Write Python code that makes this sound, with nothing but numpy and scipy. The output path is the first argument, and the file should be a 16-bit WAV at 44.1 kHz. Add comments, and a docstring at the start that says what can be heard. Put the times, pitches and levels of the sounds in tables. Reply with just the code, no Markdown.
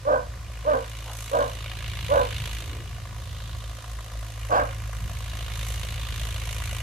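"""Tractor and barking dog

A four-cylinder diesel tractor tills a field some way off. Each firing adds a pressure pulse to the throb
and a burst of turbulence that rings in the exhaust stack; moving air lets the rasp swell and fade.
Near by on the right a dog barks five times: pitched folds, clear at first in four barks, break into
flutter and hoarse air, and the tree line scatters a soft answer. Faint noise puffs and a steady
noise wash of field and foliage lie beneath."""
import sys
import numpy as np
from scipy import signal
from scipy.fft import rfft, irfft, next_fast_len
from scipy.io import wavfile
from scipy.ndimage import uniform_filter1d, map_coordinates

SR = 44100
rng = np.random.default_rng(int(sys.argv[2]) if len(sys.argv) > 2 else 0)


def unload_audio(sound):
    """Save the sound as a 16-bit wav file, at the path given as the first command line argument."""
    columns = np.transpose(np.atleast_2d(sound))
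    # keep every value between -1 and 1, then stretch to whole-number steps
    steps = np.round(np.clip(columns, -1, 1) * 32767)
    wavfile.write(sys.argv[1], SR, steps.astype(np.int16))


N = 300762

# Engine speed: (time [s], firing rate [1/s])
FIRING_RATE = [(0.0, 55.56), (0.7, 55.48), (1.2, 54.91), (1.8, 54.92), (2.25, 53.07), (2.6, 54.58),
               (2.9, 56.11), (3.2, 54.48), (3.7, 54.68), (4.2, 54.15), (4.7, 54.01), (5.2, 54.69),
               (5.6, 53.92), (6.0, 55.11), (6.4, 54.12), (6.82, 54.93)]
# Engine load, read as firing-tone strength: (time [s], relative load [dB])
ENGINE_LOAD = [(0.1, -41.5), (0.26, -38.5), (2.65, -35.5), (3.02, -38.5), (5.6, -32.5), (6.7, -33)]
USUAL_LOAD_DB = -36
# Layers driven by load: (level at usual load [dB], slope [dB per dB of load])
TONE_LAW, PIPE_LAW = (-36.5, 1.03), (-48.5, 0.65)
# Octave of the firing tone: (time [s], relative level [dB])
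OCTAVE_CURVE = [(0.15, -43), (0.28, -45), (2.45, -35), (2.52, -40), (3.72, -40), (4.0, -44), (4.36, -37),
                (6.52, -37), (6.7, -36)]
# Firing-tone beating: (start [s], end [s], beat rate at start [Hz], greatest depth [0-1])
TONE_BEATING = (3.52, 4.73, 3.29, 0.67)
BEAT_SPEEDUP_HZ_PER_S = 1.2
# Rumble between the firing tones: (time [s], relative level [dB])
RUMBLE_CURVE = [(0.0, -47), (0.42, -44), (1.12, -52.5), (2.01, -39), (3.57, -42.5), (3.7, -52), (4.6, -48),
                (4.62, -43.5), (4.94, -44.5), (5.01, -35), (5.17, -40.5), (6.23, -39.5), (6.78, -40),
                (6.82, -53)]
# Rasp and sizzle as the air carries them: (time [s], relative rasp [dB], relative sizzle [dB])
AIR_CARRY = [(0.02, -59.5, -68), (0.38, -60, -69), (0.68, -51, -56.5), (0.94, -53, -51.5),
             (2.37, -43, -43.5), (2.54, -45.5, -44), (2.79, -51.5, -54), (3.07, -57, -59),
             (3.35, -60.5, -50.5), (4.05, -62.5, -56), (4.58, -48, -56.5), (4.95, -54.5, -57.5),
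             (5.29, -49.5, -47.5), (5.74, -45.5, -46), (6.14, -47, -45), (6.78, -42.5, -47)]
# Finest hiss: (time [s], relative level [dB])
HISS_CURVE = [(0.02, -66.5), (0.47, -64), (1.07, -54), (1.2, -49), (1.62, -56.5), (1.9, -56.5),
              (2.11, -52.5), (2.54, -51), (2.84, -61.5), (3.13, -60), (4.56, -56.5), (4.9, -58),
              (5.48, -53), (5.71, -47), (5.95, -53), (6.16, -51), (6.42, -49.5), (6.78, -49.5)]
OCTAVE_TRIM_DB, RUMBLE_TRIM_DB = -1, 3.0
RASP_TRIM_DB, SIZZLE_TRIM_DB, HISS_TRIM_DB = 1.5, 2.5, 5.6
# Engine noise colours, low to high: (frequency [Hz], relative response [dB])
RUMBLE_COLOUR = [(25, -20), (42, -27), (55, -3.5), (78, 2.5), (100, -9), (135, -10), (180, -18.5),
                 (240, -34), (400, -34.5), (700, -50)]
PIPE_COLOUR = [(150, -19), (290, -3.5), (400, -12.5), (520, 6.5), (610, -1), (740, 5.5), (860, -12.5),
               (1020, 7.5), (1200, 5.5), (1350, 0), (1700, 0), (2100, 0), (2800, -86), (5000, -38)]
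RASP_COLOUR = [(1000, -15.5), (1500, -6), (1900, -2.5), (2430, 1.5), (2680, -4.5), (2900, 1.5), (3300, -10),
               (4500, -42)]
SIZZLE_COLOUR = [(2200, -10.5), (2900, 0.5), (3350, -2), (3650, 1.5), (4200, -4.5), (5000, -10.5),
                 (7000, -32)]
HISS_COLOUR = [(2530, -15), (4300, -6.5), (4810, -14), (5450, -5.5), (6300, 1), (7090, -3.5), (8660, -5),
               (9230, -7.5), (10600, -3.5), (14200, -12), (15100, -24), (15600, -31)]
KNOCK_COLOUR = [(350, -61), (520, -6.5), (700, -7.0), (900, -44.5)]
# Reflection in the stack: (frequency [Hz], share of the nominal reflection [0-1])
STACK_REFLECTION = [(500, 0.091), (2400, 0.72), (4000, 1.0), (9000, 0.4)]
# Engine stereo balance: (frequency [Hz], left minus right [dB])
ENGINE_BALANCE = [(60, 0), (200, -1.3), (700, -0.5), (1300, -1), (2300, -0.5), (4000, -3.5), (8000, -.7),
                  (12000, -2)]
# Barks: (start [s], nominal length [s], relative level [dB], mean top pitch [Hz],
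#         clear share of length [0-1], mouth brightness [dB], hoarseness [about 0-1])
BARK_LIST = [(0.049, 0.14, -19.5, 302.8, 0.32, 1, 0.63), (0.648, 0.13, -19.5, 305.7, 0.65, -0.5, 0.68),
             (1.311, 0.15, -21, 299.8, 0.22, 0.5, 0.72), (2.089, .148, -18.5, 293.5, 0.33, 0.5, 0.65),
             (4.493, 0.14, -20, 340.8, 0, 3, 1.04)]
# Dog's throat before pitch and hoarseness reshape it: (frequency [Hz], relative response [dB])
THROAT_COLOUR = [(120, -34), (270, -12), (370, -20.5), (470, 1.5), (600, 2), (720, -2.5), (840, -10.5),
                 (1010, -1), (1350, -13), (1540, -4.5), (1820, -31.5), (2900, -40), (4500, -43.5),
                 (14000, -55)]
# Open mouth: (frequency [Hz], multiplier of mouth brightness [dB/dB])
OPEN_MOUTH = [(480, -1.04), (600, 0.37), (730, 2.0), (1150, 1.2), (1650, 0.1), (2200, 0.66), (3000, 0.33)]
# Shut mouth: (frequency [Hz], response [dB])
SHUT_MOUTH = [(600, 3.5), (1100, 1.0), (2000, -23)]
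JAW_SHUT_SHARE = 1.09  # of nominal bark length
# Air between dog and listener: (frequency [Hz], response [dB])
AIR_RESPONSE = [(3500, -2), (7000, -4), (14000, -14)]
# Bark pitch arch: (top position [share of length], rise, fall [shares of top pitch])
PITCH_ARCH = (.34, .2, .22)
LEAD_IN_DB, LEAD_IN_S, ATTACK_S = -13, .015, .011
SAG_DB_PER_S, RELEASE_SHARE, RELEASE_DB_PER_S = 29.5, 0.79, 335
# Tree-line echo: (frequency [Hz], time to decay 60 dB [s])
TREE_DECAY = [(200, 0.27), (550, 0.26), (1100, 0.23), (2000, 0.34), (8000, 0.03)]
# Faint dull puffs: (centre time [s], half-width to 1/e [s], level [dB],
#                    centre frequency [Hz], Gaussian width [octaves])
PUFF_LIST = [(1.1, .05, -43, 825, 0.57), (2.02, 0.035, -41, 127, 0.25), (2.42, 0.032, -36.5, 125, 0.15),
             (2.727, 0.13, -48, 293, 0.73), (5.086, 0.026, -50, 184.3, 0.27)]
# Field and foliage wash: (frequency [Hz], relative density [dB per Hz])
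FIELD_COLOUR = [(150, 5.5), (400, -1), (1200, -7), (2500, -4), (5000, -3), (8000, -9), (12000, -18),
                (15500, -32)]
# Stereo: (frequency [Hz], left-right correlation)
STEREO_LIKENESS = [(60, 0.92), (130, 0.97), (290, 0.85), (640, 0.59), (1400, 0.64), (3100, 0.61),
                   (6000, 0.12), (15000, 0.2)]
TOP_HZ = 15600


def tractor():
    """Exhaust pulses give a deep throb and gas bursts, stronger under load; one cylinder in four knocks."""
    rate_hz, = curves(FIRING_RATE)
    load_db = curves(ENGINE_LOAD)[0] - USUAL_LOAD_DB
    rasp_db, sizzle_db = curves(AIR_CARRY)
    hiss_db, = curves(HISS_CURVE)
    firings = np.cumsum(rate_hz) / SR + .35
    pipe_gain = follows(PIPE_LAW, load_db)

    pipe = pipe_gain * gas(firings, PIPE_COLOUR, decay=0.29, steady=0.65, scatter_db=2.34, repeat=0.71)
    rasp = gas(firings, RASP_COLOUR, decay=0.31, steady=0.42, scatter_db=2.0, repeat=0.54)
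    sizzle = gas(firings, SIZZLE_COLOUR, decay=0.31, steady=0.37, scatter_db=1.43, repeat=0.47)
    hiss = gas(firings, HISS_COLOUR, decay=0.22, steady=0.58, scatter_db=1.6, repeat=0.52)
    rasp = amp(rasp_db + RASP_TRIM_DB) * rasp
    sizzle = amp(sizzle_db + SIZZLE_TRIM_DB) * sizzle
    hiss = amp(hiss_db + HISS_TRIM_DB + 0.6 * wobble(8)) * hiss

    engine = throb(firings, load_db) + rumble() + pipe + rasp + sizzle + hiss
    engine = engine + pipe_gain * knock(firings)
    halves = np.array([[.5], [-.5]])
    return filtered(engine, lambda hz: amp(along(ENGINE_BALANCE, hz) * halves))


def throb(firings, load_db):
    """Periodic exhaust pressure: firing tone and overtones, dipping just before each valve opens."""
    octave_db, = curves(OCTAVE_CURVE)
    angle = 2 * np.pi * (firings - .915 + .012 * wobble(40))
    tone = follows(TONE_LAW, load_db) * beating() * amp(1.0 * wobble(12)) * np.cos(angle)
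    overtones = np.cos(2 * angle) + 0.051 * np.cos(3 * angle)
    octave = amp(octave_db + OCTAVE_TRIM_DB) * amp(0.91 * wobble(14)) * overtones
    return -np.sqrt(2) * (tone + octave)


def beating():
    """Gain of the firing tone: it swells and dips ever faster for about a second."""
    start_s, end_s, rate_hz, depth = TONE_BEATING
    t = np.arange(N) / SR - start_s
    beats = rate_hz * t + .5 * BEAT_SPEEDUP_HZ_PER_S * t ** 2
    extent = np.sqrt(np.abs(np.sin(np.pi * np.clip(t / (end_s - start_s), 0, 1))))
    return 1 - depth * extent * np.cos(2 * np.pi * beats)


def follows(law, change_db):
    """Gain of a layer that follows a control by a (dB, dB per dB) law."""
    return amp(law[0] + law[1] * change_db)


def rumble():
    """Low random noise between the firing tones."""
    level_db, = curves(RUMBLE_CURVE)
    return amp(level_db + RUMBLE_TRIM_DB) * coloured(spread(rng.standard_normal((2, N))), RUMBLE_COLOUR)


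def gas(firings, spectrum, decay, steady, scatter_db, repeat):
    """A burst of turbulence at each firing over a steady rush; part of it rings alike every time."""
    since = firings % 1  # decay is in these firing periods
    stroke = np.floor(firings).astype(int)
    cylinder_db = np.array([0, -.6, .2, .5])[stroke % 4]
    scatter = rng.standard_normal(stroke[-1] + 1)[stroke]
    size = amp(scatter_db * scatter + cylinder_db)
    burst = unit(size * (1 - np.exp(-(since / 0.13) ** 2)) * np.exp(-since / decay))
    # the same noise snippet restarts at every firing
    ring = rng.standard_normal((2, SR))[:, (since * SR / 54.6).astype(int)]
    noise = rng.standard_normal((2, N)) + repeat * ring
    rush = steady * rng.standard_normal((2, N))
    return coloured(filtered(spread(noise * burst + rush), stack), spectrum)


def stack(hz, resonance_hz=242.1, reflect=0.35):
    """Sound runs up and down the exhaust stack and leaves evenly spaced resonances."""
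    kept = reflect * along(STACK_REFLECTION, hz)
    return 1 / (1 - kept * np.exp(-2j * np.pi * hz / resonance_hz))


def knock(firings):
    """One cylinder's short noise blow, once every four firings."""
    cycle = (firings + 1) % 4 - 1
    blow = np.exp(-((cycle - .14) / 0.18) ** 2) * rng.standard_normal(N)
    return amp(-10.0) * coloured(blow, KNOCK_COLOUR)


def dog():
    """Barks from the right reach the left side later and weaker."""
    pair = np.zeros((2, N + SR))
    for start_s, length_s, db, pitch_hz, clear, mouth_db, hoarse in BARK_LIST:
        call = amp(db) * bark(length_s, pitch_hz, clear, mouth_db, hoarse)
        answer = amp(-10.5) * spread(trees(call))
        start = round(start_s * SR)
        pair[:, start:start + len(call)] += call
        pair[:, start:start + answer.shape[1]] += answer
    lag_s = 17.5 / SR
    sides = np.array([[-1], [1]])  # half the lag each way
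    pair = filtered(pair[:, :N], lambda hz: np.exp(1j * np.pi * hz * lag_s * sides))
    return pair * amp([[.3], [2.9]])


def bark(length_s, pitch_hz, clear, mouth_db, hoarse):
    """The vocal folds flutter irregularly once the clear share ends and let hoarse air through."""
    size = SR // 3
    t = np.arange(size) / SR
    u = t / length_s
    # hoarsest under full pressure, smoother again as the pressure falls
    rough = hoarse * np.interp(u, [clear - .06, clear + .06, .75, 1], [.3, 1, .95, .55])
    pitch = pitch_hz * arch(u) * (1 + .075 * rough * wobble(261.1, size))
    angle = 2 * np.pi * np.cumsum(pitch) / SR
    # a higher bark tightens the throat; leaking air damps its resonances
    throat = np.array(THROAT_COLOUR) * [(pitch_hz / 300) ** .35, 1.4 - 0.65 * hoarse]

    # the even partials dominate while the folds run clear
    order = np.arange(1, 25)[:, None]
    partial_gain = np.where(order % 2, amp(-6 * (1.5 - rough)), 1)
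    folds = np.sum(np.cos(order * angle) * partial_gain, axis=0)
    folds = coloured(folds * amp(4.6 * rough * wobble(196, size)), throat)
    air = coloured(rng.standard_normal(size) * (1 + .5 * np.cos(angle)), throat)
    voice = (1 - .55 * rough) * folds + .8 * rough * air

    # the jaw opens and shuts once, letting the upper resonances out in mid-bark
    jaw = np.sin(np.pi * np.clip(u / JAW_SHUT_SHARE, 0, 1))
    bright = filtered(voice, lambda hz: amp(mouth_db * along(OPEN_MOUTH, hz)))
    dull = filtered(voice, lambda hz: amp(along(SHUT_MOUTH, hz)))
    voice = filtered(jaw * bright + (1 - jaw) * dull, lambda hz: amp(along(AIR_RESPONSE, hz)))
    # steady lung pressure holds the loudness even through the flutter
    voice = voice / np.sqrt(np.abs(uniform_filter1d(voice ** 2, size=700)) + 1e-9)
    return voice * effort(t, length_s)


def arch(u):
    """Pitch ratio along a bark: it rises with the lung pressure and falls with it."""
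    top, rise, fall = PITCH_ARCH
    before = rise * (1 - u / top) ** 2
    after = fall * np.clip((u - top) / (1 - top), 0, 1) ** 1.595
    return 1 - np.where(u < top, before, after)


def effort(t, length_s):
    """Gain along a bark: soft lead-in, attack, sagging hold, release."""
    attack_db = LEAD_IN_DB * (1 - np.clip((t - LEAD_IN_S) / ATTACK_S, 0, 1))
    release_db = RELEASE_DB_PER_S * np.maximum(t - RELEASE_SHARE * length_s, 0)
    return amp(attack_db - SAG_DB_PER_S * t - release_db) * np.clip(t / 0.006, 0, 1)


def trees(x):
    """The tree line scatters a sound back as decaying noise, the highest treble dying first."""
    hz, t, z = signal.stft(rng.standard_normal((2, SR // 2)), SR, nperseg=256)
    decay = amp(-60 * t / along(TREE_DECAY, hz)[:, None])
    onset = 1 - np.exp(-t / 0.008)
    tail = signal.istft(z * decay * onset, SR, nperseg=256)[1]
    return signal.fftconvolve(x[None], tail / np.linalg.norm(tail[0]), axes=1)


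def puffs():
    """A few faint, dull swells of band-limited noise."""
    t = np.arange(SR) / SR - .5
    out = np.zeros(N + SR)
    for centre_s, width_s, db, centre_hz, octaves in PUFF_LIST:
        def band(hz):
            return np.exp(-.5 * (np.log2((hz + 1) / centre_hz) / octaves) ** 2)
        noise = unit(filtered(rng.standard_normal(SR), band))
        out[round((centre_s - .5) * SR):][:SR] += amp(db) * noise * np.exp(-(t / width_s) ** 2)
    return out[:N]


def field():
    """A soft, even noise wash of foliage and far noise."""
    return amp(-50.5) * coloured(spread(rng.standard_normal((2, N))), FIELD_COLOUR)


def amp(db):
    """Decibels to gain."""
    return 10 ** (np.asarray(db) / 20)


def unit(x):
    """Scaled to rms 1."""
    return x / np.sqrt(np.mean(x ** 2) + 1e-20)


def along(points, hz):
    """(Hz, value) points interpolated on a log frequency axis."""
    f, v = np.transpose(points)
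    return np.interp(np.log(hz + 1), np.log(f + 1), v)


def curves(rows):
    """One value per sample for each column after the time."""
    s, *cols = np.transpose(rows)
    return [np.interp(np.arange(N) / SR, s, c) for c in cols]


def wobble(rate_hz, size=N):
    """A smooth random curve, rate_hz knots a second."""
    knots = rng.standard_normal(int(size * rate_hz / SR) + 4)
    return map_coordinates(knots, [np.arange(size) * rate_hz / SR])


def filtered(x, response):
    """x times a complex response of frequency."""
    n = x.shape[-1]
    m = next_fast_len(n + 8192)
    return irfft(rfft(x, m) * response(np.fft.rfftfreq(m, 1 / SR)), m)[..., :n]


def coloured(x, spectrum):
    """x through a (Hz, dB) spectrum, at rms 1."""
    return unit(filtered(x, lambda hz: amp(along(spectrum, hz))))


def spread(pair):
    """Two unrelated signals become left and right: alike in the bass, apart in the treble."""
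    def shares(hz):
        alike = np.clip(along(STEREO_LIKENESS, hz), -1, 1)
        return np.sqrt(np.array([1 + alike, 1 - alike]) / 2)
    mid, side = filtered(pair, shares)
    return np.array([mid + side, mid - side])


def scene():
    """Tractor and dog in the open field."""
    return tractor() + dog() + puffs() + field()


def record(dry):
    """Band limit: nothing at or above TOP_HZ passes."""
    return filtered(dry, lambda hz: hz < TOP_HZ)


dry = scene()
out = record(dry)
unload_audio(out)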